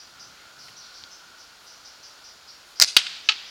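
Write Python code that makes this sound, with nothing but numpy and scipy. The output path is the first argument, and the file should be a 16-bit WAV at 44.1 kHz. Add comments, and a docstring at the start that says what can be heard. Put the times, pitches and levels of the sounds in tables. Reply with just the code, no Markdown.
"""Slingshot in a garden

The drawn slingshot ticks; its bands crack and flutter. The steel ball smacks into a catch box, then
drops and rings it. A container wall and trees echo the blows, which overload the microphone.
A small bird chirps throughout in rustling trees, over a faint whir, whine and rumble."""
import sys
import numpy as np
from scipy import signal
from scipy.fft import rfft, irfft
from scipy.io import wavfile
from scipy.ndimage import uniform_filter1d

SR = 44100
rng = np.random.default_rng(int(sys.argv[2]) if len(sys.argv) > 2 else 0)


def file_out(sig):
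    """Save sig as 16-bit WAV at sys.argv[1]."""
    # one column per channel
    cols = np.atleast_2d(sig).T
    # limit, then scale
    lim = np.clip(cols, -1, 1)
    pcm = np.round(lim * 32767).astype(np.int16)
    wavfile.write(sys.argv[1], SR, pcm)


N = 154350
T = np.arange(N) / SR


def undb(db):
    """Decibels to gain."""
    return 10 ** (np.asarray(db) / 20)


def unit(x):
    """Scale to rms 1."""
    return x / np.sqrt(np.mean(x ** 2) + 1e-20)


def curve(points):
    """Gain along (time [s], level [dB]) points, silent outside them."""
    return undb(np.interp(T, *np.array(points).T, left=-200, right=-200))


def colour(x, points):
    """Minimum-phase filter through (frequency [Hz], gain [dB]) points."""
    hz, db = np.array(points).T
    size = 4096
    bins_hz = np.maximum(np.arange(size // 2 + 1) * SR / size, 1)
    cepstrum = irfft(np.log(undb(np.interp(np.log(bins_hz), np.log(hz), db))))
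    cepstrum[1:size // 2] *= 2
    cepstrum[size // 2 + 1:] = 0
    return signal.fftconvolve(x, irfft(np.exp(rfft(cepstrum))))[:N]


def lowpass(x, hz, order=2):
    """Butterworth low-pass."""
    return signal.sosfilt(signal.butter(order, hz, fs=SR, output="sos"), x)


def band(hz, width_hz):
    """Noise passed twice through one resonance, rms 1."""
    b, a = signal.iirpeak(hz, hz / width_hz, fs=SR)
    return unit(signal.lfilter(b, a, signal.lfilter(b, a, rng.standard_normal(N))))


def walk(rate_hz):
    """Smooth random drift, rms 1."""
    hold = int(SR / rate_hz)
    steps = np.repeat(rng.standard_normal(N // hold + 1), hold)[:N]
    return unit(uniform_filter1d(steps, hold))


def fade(start_s, t60_s):
    """Sudden onset, exponential decay."""
    return (T >= start_s) * undb(-60 * np.maximum(T - start_s, 0) / t60_s)


def bursts(contacts, spectrum):
    """Short contacts exciting dense, damped resonances, as decaying noise."""
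    out = 0
    for start_s, db, t60_s in contacts:
        envelope = fade(start_s, t60_s)
        burst = unit(colour(envelope * rng.choice([-1., 1.], N), spectrum))
        out = out + undb(db) * np.sqrt(np.mean(envelope ** 2)) * burst
    return out


def swell(centre_s, half_width_s, db):
    """Gaussian gain envelope."""
    return undb(db) * np.exp(-((T - centre_s) / half_width_s) ** 2)


def garden():
    """Steady leaf noise with soft swells of rumble, hiss and rustle."""
    # leaf noise spectrum (frequency [Hz], gain [dB])
    leaf_colour = [(15, -33), (25, -9), (64, -9.5), (117, -15), (476, -12.5), (624, -10), (796, -9.5),
                   (936, -9), (1100, -9), (1440, -5.5), (1890, -12.5), (3920, -9), (4370, -6.5),
                   (6920, -17), (8140, -23.5), (9570, -24), (16000, -30)]
    # low rumbles (time [s], half width [s], level [dB])
    rumbles = [(.22, 0.17, -62), (.7, 0.14, -62), (1.025, .025, -57.5), (3.12, 0.032, -62)]
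    # high hisses (time [s], half width [s], level [dB])
    hisses = [(.67, 0.049, -62), (1.65, .04, -63), (2.71, .05, -63)]
    # midrange rustles (time [s], half width [s], level [dB], frequency [Hz])
    rustles = [(.4, 0.091, -58.5, 2050), (.9, 0.16, -54.5, 3970)]
    leaves = unit(colour(rng.standard_normal(N), leaf_colour)) * undb(-50.5 + 0.21 * walk(4.95))
    rumble = band(120, width_hz=200) * sum(swell(*row) for row in rumbles)
    hiss = band(10000, width_hz=7000) * sum(swell(*row) for row in hisses)
    rustle = sum(swell(*shape) * band(hz, hz * 0.35) for *shape, hz in rustles)
    return leaves + rumble + hiss + rustle


def whir():
    """Distant whir: wavering narrow-band noise."""
    # whir envelope (time [s], level [dB])
    levels = [(0, -64), (.2, -57), (.8, -58), (1.3, -55), (1.5, -60.5), (2.1, -61.5), (2.7, -63),
              (3.5, -72)]
    return band(1422, width_hz=183) * curve(levels) * undb(0.58 * walk(25.44))


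def whine():
    """Thin, steady tones with slight pitch drift."""
    # whine tones (frequency [Hz], rms level [dB])
    tones = [(6845, -73.5), (6905, -71), (7420, -77)]
    return sum(undb(db) * np.sqrt(2) * np.sin(2 * np.pi * np.cumsum(hz + 6 * walk(30)) / SR)
               for hz, db in tones)


def bird():
    """Buzzy, slightly falling chirps, each blurred differently by moving leaves."""
    # bird chirps (time [s], length [s], level [dB], pitch [Hz])
    chirps = [(-.03, 0.044, -43, 5294), (0.194, 0.056, -43.5, 5370), (0.588, 0.046, -45, 5470),
              (.625, 0.076, -48.5, 4850), (0.764, 0.055, -44.5, 5330), (.80, .1, -49.5, 4840),
              (.938, 0.058, -44.5, 5320), (0.973, 0.051, -50.5, 4800), (1.103, 0.062, -45, 5550),
              (1.379, 0.061, -48, 5250), (1.664, 0.064, -45.5, 5500), (1.846, 0.046, -43.5, 5260),
              (2.027, 0.056, -44.5, 5360), (2.238, .06, -45, 5400), (2.475, .05, -45, 5050),
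              (2.755, 0.06, -43.5, 5200), (3.235, 0.07, -48.5, 5430), (3.457, .05, -46, 5380)]
    trill_hz, depth_hz, wander_hz, fall_hz = 170.5, 660, 209.5, 150
    direct_gain, blur_t60_s = 0.58, 0.43
    trill = np.sin(2 * np.pi * np.cumsum(trill_hz * (1 + .25 * walk(200))) / SR)
    waver_hz = depth_hz * trill + wander_hz * walk(300)
    size = SR // 3
    t = T[:size]
    song = 0
    for k, (start_s, length_s, db, hz) in enumerate(chirps):
        progress = np.clip(t / length_s, 0, 1)
        pitch_hz = hz + waver_hz[k * size // 2:][:size] + fall_hz * (.5 - progress)
        envelope = np.minimum(1, np.minimum(20 * progress, 2 * (1 - progress)))
        chirp = np.sqrt(2) * envelope * np.sin(2 * np.pi * np.cumsum(pitch_hz) / SR)
        blur = unit(rng.standard_normal(size) * undb(-60 * t / blur_t60_s)) / np.sqrt(size)
        heard = direct_gain * chirp + signal.fftconvolve(chirp, blur)[:size]
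        song = song + undb(db) * np.interp(T - start_s, t, heard, left=0, right=0)
    return lowpass(song, hz=6270, order=20)


def draw_ticks():
    """The drawn slingshot clicks faintly."""
    # clicks (time [s], level [dB], t60 [s], frequency [Hz])
    ticks = [(.683, -43, 0.057, 2220), (1.038, -26, 0.0057, 4400), (1.0405, -36, .005, 4000)]
    clicks = sum(undb(db) * fade(start_s, t60_s) * band(hz, hz * 0.76) for start_s, db, t60_s, hz in ticks)
    return lowpass(clicks, hz=5750, order=6)


def band_release():
    """The bands crack like a whip and flap as they go slack."""
    # band cracks (time [s], level [dB], t60 [s])
    cracks = [(2.7998, 4, 0.0029), (2.8142, -6, 0.0049), (2.8153, -1.5, 0.0039), (2.8219, 10.5, 0.0047),
              (2.8261, -2.5, .005), (2.8383, -8.5, 0.0078), (2.8452, -9, 0.0054)]
    # crack spectrum (frequency [Hz], gain [dB])
    crack_colour = [(100, -33), (900, -28.5), (1500, -21.5), (3200, -22.5), (4700, -1.5), (5900, -6.5),
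                    (8000, -21), (11000, -32), (16000, -48.5)]
    # flapping rubber spectrum (frequency [Hz], gain [dB])
    rubber_colour = [(60, -28), (300, -23), (800, -9.5), (1600, -5), (2600, -2.5), (3400, -5.5),
                     (4800, 0.5), (7000, -3), (10000, -17), (12000, -17), (16000, -30)]
    # flapping envelope (time [s], level [dB])
    flutter = [(2.797, -42), (2.804, -30), (2.811, -27), (2.818, -14.5), (2.829, -21), (2.839, -16.5),
               (2.846, -36), (2.856, -53), (2.88, -72)]
    rubber = unit(colour(rng.standard_normal(N), rubber_colour))
    flaps = rubber * undb(4.5 * walk(rate_hz=980)) * curve(flutter)
    return bursts(cracks, crack_colour) + flaps


def shooter_foliage(shot):
    """Leaves scatter the shot into a diffuse tail."""
    # scatter envelope (delay [s], level [dB])
    tail = [(.003, 4.5), (.045, -10), (.062, 0.5), (.09, -9), (.16, -18.5), (.35, -36), (.8, -43)]
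    # scatter spectrum (frequency [Hz], gain [dB])
    tail_colour = [(100, -4), (700, -5), (1500, -2), (3000, 3), (4800, -2.5), (7000, -4), (10000, -0.5),
                   (16000, -18.5)]
    response = colour(rng.standard_normal(N) * curve(tail), tail_colour)
    return undb(-19.5) * signal.fftconvolve(shot, unit(response) / np.sqrt(N))[:N]


def ball_strike():
    """The ball smacks into the box. Returns sound and onset [s]."""
    # ball impacts (time [s], level [dB], t60 [s])
    strikes = [(2.9657, 1, 0.015), (2.9686, 1.5, 0.014), (2.9720, -5, 0.014)]
    # impact spectrum (frequency [Hz], gain [dB])
    strike_colour = [(60, -44), (250, -33), (600, -31.5), (1000, -24), (1400, -12), (2200, -7.5),
                     (3600, -0.5), (4600, -3.5), (5800, -14), (8000, -20), (11000, -27), (16000, -34)]
    return bursts(strikes, strike_colour), strikes[0][0]


def box_foliage(start_s):
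    """Leaves scatter one blow on the box into a noise tail; the treble dies first."""
    # scatter envelope (delay [s], level [dB])
    tail = [(.004, 6), (.012, 12), (.028, 8.5), (.045, 0.5), (.13, -3.5), (.2, -6), (.26, -11.5), (.8, -47)]
    # scatter spectrum (frequency [Hz], gain [dB])
    tail_colour = [(100, -26.5), (600, -23), (1000, -15.5), (1400, -10), (2200, -5.5), (3300, 0),
                   (4700, -1.5), (6000, -10), (8000, -15.5), (11000, -29), (16000, -47)]
    split_hz, treble_loss_db_per_s = 6400, 57
    noise = unit(colour(rng.standard_normal(N), tail_colour))
    low = lowpass(lowpass(noise, split_hz)[::-1], split_hz)[::-1]  # zero phase
    age_s = np.maximum(T - start_s, 0)
    treble = (noise - low) * undb(-treble_loss_db_per_s * age_s)
    return (low + treble) * np.interp(age_s, T, curve(tail))


def wall_echoes(strike, drop):
    """Nearby walls return delayed, filtered copies of both blows."""
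    # reflections (delay [s], strike gain [dB], drop gain [dB])
    echoes = [(.0155, -25, -22), (.031, -30, -17), (.047, -30, -33), (.1, -22, -32)]
    # wall response (frequency [Hz], gain [dB])
    wall_colour = [(100, -26), (600, -10), (1500, 2), (5000, -2.5), (9000, -9), (16000, -28)]
    copies = sum(np.interp(T - delay_s, T, undb(strike_db) * strike + undb(drop_db) * drop, left=0)
                 for delay_s, strike_db, drop_db in echoes)
    return colour(copies, wall_colour)


def ball_drop():
    """The ball drops and rings the box. Returns sound and onset [s]."""
    # landing contacts (time [s], level [dB], t60 [s])
    knocks = [(3.2882, -9.5, 0.034), (3.2916, -11, 0.032), (3.295, -14, 0.026)]
    # contact spectrum (frequency [Hz], gain [dB])
    knock_colour = [(60, -46), (400, -39), (900, -17), (1800, -7.5), (2600, 2.5), (4000, -0.5), (5200, -6),
                    (6800, -17), (9000, -39), (16000, -59)]
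    # box modes (frequency [Hz], relative level [dB], t60 [s])
    modes = [(456, -27.5, 0.15), (871, -13, 0.1), (1285, -0.5, 0.071), (1710, -2, 0.033), (1950, -6, .035),
             (2344, 0, 0.031), (2510, 9, 0.021), (3000, 4, 0.071), (3310, 2, .05), (3680, -18, .045),
             (3960, 3, 0.054), (4530, -3.5, 0.15), (5080, -6.5, 0.067)]
    start_s, rise_s = knocks[0][0], .0015
    age_s = T - start_s
    ring = sum((-1) ** k * undb(db) * fade(start_s, t60_s) * np.sin(2 * np.pi * hz * age_s)
               for k, (hz, db, t60_s) in enumerate(modes))
    ring = lowpass(ring * np.clip(age_s / rise_s, 0, 1), hz=6630, order=4)
    return bursts(knocks, knock_colour) + undb(-20) * ring, start_s


def scene():
    """Mono mix at the microphone."""
    shot = band_release()
    slingshot = draw_ticks() + shot + shooter_foliage(shot)
    strike, strike_s = ball_strike()
    drop, drop_s = ball_drop()
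    strike_tail = undb(-32) * box_foliage(strike_s)
    drop_tail = undb(-37) * lowpass(box_foliage(drop_s), hz=6500, order=4)
    catch_box = strike + strike_tail + drop + drop_tail + wall_echoes(strike, drop)
    return (slingshot + catch_box + bird() + garden() + whir() + whine())[None]


def record(dry):
    """The loudest peaks clip; deep bass and top treble are cut."""
    bass_cut = signal.butter(1, 55, "high", fs=SR, output="sos")
    top_cut = signal.ellip(8, .2, 70, 16400, fs=SR, output="sos")
    clipped = np.clip(dry, -.95, .95)
    return signal.sosfilt(top_cut, signal.sosfilt(bass_cut, clipped))


dry = scene()
out = record(dry)
file_out(out)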